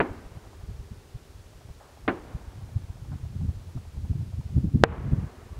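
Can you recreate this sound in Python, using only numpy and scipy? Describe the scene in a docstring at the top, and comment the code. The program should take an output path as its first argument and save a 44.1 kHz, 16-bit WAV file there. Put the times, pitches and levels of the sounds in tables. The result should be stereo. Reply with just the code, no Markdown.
"""Firework shells burst far off over open country at night: three bangs and a few faint thuds.
Each bang is one pressure swing that bounces off the ground, scatters and rolls away over the land.
The last and sharpest overloads the recorder, whose limiter ducks and recovers.
Wind puffs against the camera's two microphone ports, and its lens ticks softly as it hunts for focus.
Underneath lie a steady hiss and, early on, the faint drone of a far motor."""
import sys
import numpy as np
from scipy import signal
from scipy.fft import rfft, irfft, next_fast_len
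from scipy.io import wavfile
from scipy.ndimage import uniform_filter1d, map_coordinates

SR = 44100
rng = np.random.default_rng(int(sys.argv[2]) if len(sys.argv) > 2 else 0)


def persist_wave(psi):
    """Save psi, clipped to +-1, as 16-bit WAV."""
    counts = np.round(np.clip(psi, -1, 1) * 32767).astype(np.int16)
    wavfile.write(sys.argv[1], SR, np.atleast_2d(counts).T)


N = 246519


def amp(db):
    """Decibels to gain."""
    return 10 ** (np.asarray(db) / 20)


def clock():
    """The time of every sample."""
    return np.arange(N) / SR


def along(points, hz):
    """(Hz, value) points read on a log axis."""
    f, v = np.transpose(points)
    return np.interp(np.log(hz + 1), np.log(f + 1), v)


def wobble(rate):
    """A smooth random curve, rate knots a second."""
    return map_coordinates(rng.standard_normal(int(N * rate / SR) + 4), [clock() * rate])


def filtered(x, response):
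    """x times a response of frequency."""
    m = next_fast_len(N + 8192)
    return irfft(rfft(x, m) * response(np.fft.rfftfreq(m, 1 / SR)), m)[..., :N]


def noise(spectrum, alike):
    """Stereo noise of rms 1; alike is the left-right likeness, one value or (Hz, value) points."""
    def response(hz):
        likeness = along(alike, hz) if np.ndim(alike) else np.full(len(hz), alike)
        turn = np.arccos(np.clip(likeness, -1, 1)) / 2
        return amp(along(spectrum, hz)) * np.array([np.cos(turn), np.sin(turn)])
    mid, side = filtered(rng.standard_normal((2, N)), response)
    pair = np.array([mid + side, mid - side])
    return pair / pair.std()


def even(pair, size):
    """Noise held at rms 1 over every stretch of size samples."""
    power = uniform_filter1d(uniform_filter1d(np.mean(pair ** 2, axis=0), size), size)
    return pair / np.sqrt(np.abs(power) + 1e-9)


def fade(s, t60, attack):
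    """An envelope that rises smoothly at time s and dies away."""
    age = np.maximum(clock() - s, 0)
    return (1 - np.exp(-(age / attack) ** 2)) * np.exp(-np.log(1000) * age / t60)


# tone of the noise bed: f/Hz, relative level/dB
HISS_SPECTRUM = [(30, 10), (200, 12), (400, 11.5), (700, 6.5), (1200, 5), (2200, 1.5), (4500, -2),
                 (6000, -4), (8500, -7.5), (11500, -11.5), (15000, -15.5)]
# its stereo width: f/Hz, left-right correlation
HISS_CORRELATION = [(150, -0.15), (400, 0.089), (900, -0.36), (2200, -0.5), (5000, -0.22), (10000, -0.016)]

def hiss(level_db=-52.5):
    """Night air and the microphone's own steady noise make a wide, soft bed."""
    return amp(level_db) * noise(HISS_SPECTRUM, HISS_CORRELATION)


# the motor's two tones at the top of their swell: f/Hz, rms level/dB
MOTOR_TONES = [(393, -64), (433, -69)]

def motor_drone(drift_hz=3.65, peak_s=0.92, swell_s=0.67):
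    """A far motor hums unsteadily, swelling and fading on the wind."""
    hum = np.zeros(N)
    for hz, db in MOTOR_TONES:
        pitch = hz + drift_hz * wobble(5.25)
        hum += amp(db) * np.sin(2 * np.pi * np.cumsum(pitch) / SR)
    return np.sqrt(2) * hum * np.exp(-((clock() - peak_s) / swell_s) ** 2)


# hollow tone of a lens tick: f/Hz, relative level/dB
TICK_SPECTRUM = [(150, -9), (400, -15), (650, 14), (1000, 4), (1500, -13), (2500, -21), (8000, -67)]
# the focus motor's effort, heard as tick strength: t/s, level/dB
FOCUS_EFFORT = [(0, -51), (.65, -49.5), (.8, -63), (1.45, -60), (1.55, -47), (2.6, -49.5), (5.59, -51)]

def lens_ticks(first_s=0.008, run_every_s=0.36, step_s=0.08):
    """The focus motor hunts in the dark: runs of four soft ticks with a short rest between."""
    run_starts = np.arange(first_s, N / SR, run_every_s)
    times = (run_starts[:, None] + step_s * np.arange(4)).ravel()
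    levels_db = np.interp(times, *np.transpose(FOCUS_EFFORT)) + rng.standard_normal(len(times))
    envelope = sum(amp(db) * fade(start, t60=0.067, attack=0.002) for start, db in zip(times, levels_db))
    return even(noise(TICK_SPECTRUM, alike=0.73), size=256) * envelope


# contour of the breeze at the ports: t/s, relative level/dB
BREEZE_CONTOUR = [(0, -46), (0.5, -46.5), (0.72, -37.5), (1.1, -54), (1.66, -44), (1.91, -60.5),
                  (2.04, -40), (2.18, -48.5), (2.7, -36), (3.46, -25.5), (3.66, -39), (3.88, -38.5),
                  (4.12, -23), (4.48, -32.5), (4.6, -21.5), (5.24, -24.5), (5.35, -56.5), (5.58, -33)]
# accents from the strongest single eddies: t/s, relative level/dB
STRONG_PUFFS = [(0.109, -24.5), (0.264, -26.5), (0.366, -28), (0.692, -25), (0.804, -27.5), (0.922, -21.5),
                (1.16, -34.5), (1.702, -29.5), (2.356, -23), (2.765, -17.5), (3.125, -17), (3.457, -16.5),
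                (3.766, -14.5), (4.11, -14.5), (4.576, -8), (4.648, -9.5), (4.755, -7.5), (5.131, -8),
                (5.235, -15)]

def airflow(trim_db=-2.0, flutter_db=3.5, puff_s=0.012, puffs_per_s=12, lift_db=4.5, spread_db=3.5):
    """The wind's envelope: a fluttering breeze, strong puffs, and lesser ones riding on it by chance."""
    t = clock()
    breeze_db = np.interp(t, *np.transpose(BREEZE_CONTOUR))
    breeze = amp(breeze_db + trim_db + flutter_db * wobble(40))
    gap_draw, level_draw = rng.random(size=(96, 2)).T
    times = np.cumsum(0.5 + gap_draw) / puffs_per_s
    levels_db = np.interp(times, t, breeze_db) + lift_db + spread_db * (2 * level_draw - 1)
    lesser_puffs = [(at, db) for at, db in zip(times, levels_db) if at < t[-1]]
    puff_power = sum(amp(db) ** 2 * np.exp(-2 * np.minimum(((t - at) / puff_s) ** 2, 20))
                     for at, db in list(STRONG_PUFFS) + lesser_puffs)
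    return np.sqrt(breeze ** 2 + puff_power)


# rumble bands, large eddies to small: f/Hz, share in a strong gust/dB, share growth/(dB per dB of wind)
EDDY_BANDS = [(46.5, -14.5, -0.52), (84.4, -3, -0.22), (132.7, -2.5, 0.61), (214, -11, 1.23),
              (415, -36.5, 1.3)]
# pan, set by which port faces the wind: t/s, left minus right/dB
WIND_PAN = [(0, -3.5), (2.4, -4), (3.5, 5.5), (3.9, 7), (4.15, -2), (4.6, -4), (4.8, 5), (5.2, 2.5),
            (5.5, -7)]

def wind(strong_gust_db=-18, gust_s=0.15, skirt_db=-21):
    """Eddies press on the two ports in opposite senses; a sustained gust sheds smaller, higher eddies."""
    flow = airflow()
    gust = uniform_filter1d(flow, int(gust_s * SR)) / amp(strong_gust_db)
    rumble = np.zeros((2, N))
    for hz, share_db, growth in EDDY_BANDS:
        hump = [(hz * 2. ** octave, skirt_db * abs(octave) ** 1.3) for octave in np.linspace(-3, 3, 13)]
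        band = even(noise(hump, alike=-0.73), size=int(2 * SR / hz))
        rumble += amp(share_db) * gust ** growth * band
    pan_db = np.interp(clock(), *np.transpose(WIND_PAN))
    return flow * amp([pan_db / 2, -pan_db / 2]) * rumble


# cues for the faint far reports: t/s, level/dB, t60/s
THUD_CUES = [(1.8, -53.5, 1), (2.309, -51.5, 0.64), (3.117, -51.5, 0.31), (3.774, -46, 0.04),
             (4.924, -37, 0.26)]
# their muffled tone: f/Hz, relative level/dB
THUD_SPECTRUM = [(100, -22), (350, 0), (600, 3.5), (1050, 3), (1500, -5), (2500, -21), (8000, -80)]

def far_thuds():
    """Faint reports and echoes from far off, with only their roll left."""
    envelope = sum(amp(db) * fade(start, t60, attack=0.00076) for start, db, t60 in THUD_CUES)
    return even(noise(THUD_SPECTRUM, alike=0.93), size=256) * envelope


def swing(t, rise, length):
    """One pressure swing: the steeper its front, the sharper the crack."""
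    return np.tanh(t / rise) * np.exp(-(t / length) ** 2)


# the hollow knock that each front leaves: f/Hz, level relative to the shock/dB, t60/s
KNOCK_MODES = [(463, -20.5, 0.1), (1467, -1, 0.0063), (1720, -21, 0.022)]

def shock(start, rise_s, swing_s, bounce_s=0.00162, bounce_db=-8):
    """The transient of a bang: a pressure swing, its ground bounce and a hollow knock."""
    t = clock() - start
    bounce = amp(bounce_db) * swing(t - bounce_s, swing_s, swing_s)  # soft ground rounds off the front
    knock = sum(amp(db) * np.sin(2 * np.pi * hz * t) * fade(start, t60, attack=0.00046)
                for hz, db, t60 in KNOCK_MODES)
    return swing(t, rise_s, swing_s) + bounce + knock


# tone of the early reflections scattered by the ground: f/Hz, relative level/dB
SCATTER_SPECTRUM = [(30, -17), (90, 3.5), (260, 0.5), (500, -4), (760, 3), (1150, -5.5), (1500, -3.5),
                    (2100, -8), (2800, -17), (3600, -27.5), (4500, -35.5), (8000, -100)]
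# low body of a bang: f/Hz, relative level/dB
BODY_SPECTRUM = [(80, -51), (190, -15), (300, 4), (450, -7), (620, -15), (1200, -29), (6000, -110)]
# tone of the echo tail rolling over the land: f/Hz, relative level/dB
ROLL_SPECTRUM = [(60, -18), (200, 3.5), (420, 2.5), (600, -3), (1050, -4.5), (1600, -9.5), (2300, -15.5),
                 (3200, -24), (4500, -35.5), (12000, -100)]
# cues for the bangs: t/s, shock/dB, front rise/s, swing/s, scatter/dB, low scatter t60/s, body/dB, roll/dB
SHELL_CUES = [(.0023, -6.5, 0.00068, 0.00073, -14, 0.084, -24, -33.5),
              (2.079, -10.5, 0.00034, 0.00043, -15.5, 0.11, -26.5, -35),
              (4.8379, 9.5, 0.000053, 0.00059, 2, 0.031, -29, -27.5)]

def shell_bursts(lead_s=0.00045, crossover_hz=1900, roll_s=0.045, roll_power=1.032):
    """Each burst arrives as a shock, a cluster of reflections and a long roll from the land around."""
    scatter = even(noise(SCATTER_SPECTRUM, alike=0.98), size=160)
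    bright = filtered(scatter, lambda hz: hz ** 4 / (hz ** 4 + crossover_hz ** 4))
    low = scatter - bright
    body = even(noise(BODY_SPECTRUM, alike=1.0), size=512)
    roll = noise(ROLL_SPECTRUM, alike=0.93) * amp(1.33 * wobble(110))
    out = np.zeros((2, N))
    for start, shock_db, rise_s, swing_s, scatter_db, t60, body_db, roll_db in SHELL_CUES:
        out += amp(shock_db) * shock(start, rise_s, swing_s)
        # bright reflections die first, low ones last
        onset = start - lead_s
        out += amp(scatter_db) * bright * fade(onset, 0.73 * t60, attack=0.00054)
        out += amp(scatter_db) * low * fade(onset, t60, attack=0.0036)
        out += amp(body_db) * body * fade(onset, 3.2 * t60, attack=0.0027)
        # later echoes have come from farther away and thin out as a power of time
        thinning = (1 + np.maximum(clock() - start, 0) / roll_s) ** roll_power
        out += amp(roll_db) * roll * fade(start, t60=17.0, attack=0.004) / thinning
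    return out * amp([[-0.4], [0.4]])  # a touch right of centre


def scene():
    """The mix at the two ports: bangs in front, wind and small sounds behind."""
    return shell_bursts() + far_thuds() + wind() + lens_ticks() + motor_drone() + hiss()


def limiter(x, threshold_db=-2, attack_s=0.00046, release_s=0.12):
    """Gain ducks quickly by the excess over the threshold and creeps back."""
    peak_db = 20 * np.log10(np.abs(x).max(axis=0) + 1e-9)
    excess_db = np.maximum(peak_db - threshold_db, 1e-6)
    leak = clock() / release_s
    held_db = np.exp(np.maximum.accumulate(np.log(excess_db) + leak) - leak)  # decaying peak hold
    pole = np.exp(-1 / (attack_s * SR))
    duck_db = signal.lfilter([1 - pole], [1, -pole], held_db)
    return x * amp(-duck_db)


def record(dry, high_cut_hz=15750):
    """The limiter is too slow for the sharpest front, which clips; a steep high cut follows."""
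    clipped = np.clip(limiter(dry), -1, 1)
    return filtered(clipped, lambda hz: hz < high_cut_hz)


dry = scene()
out = record(dry)
persist_wave(out)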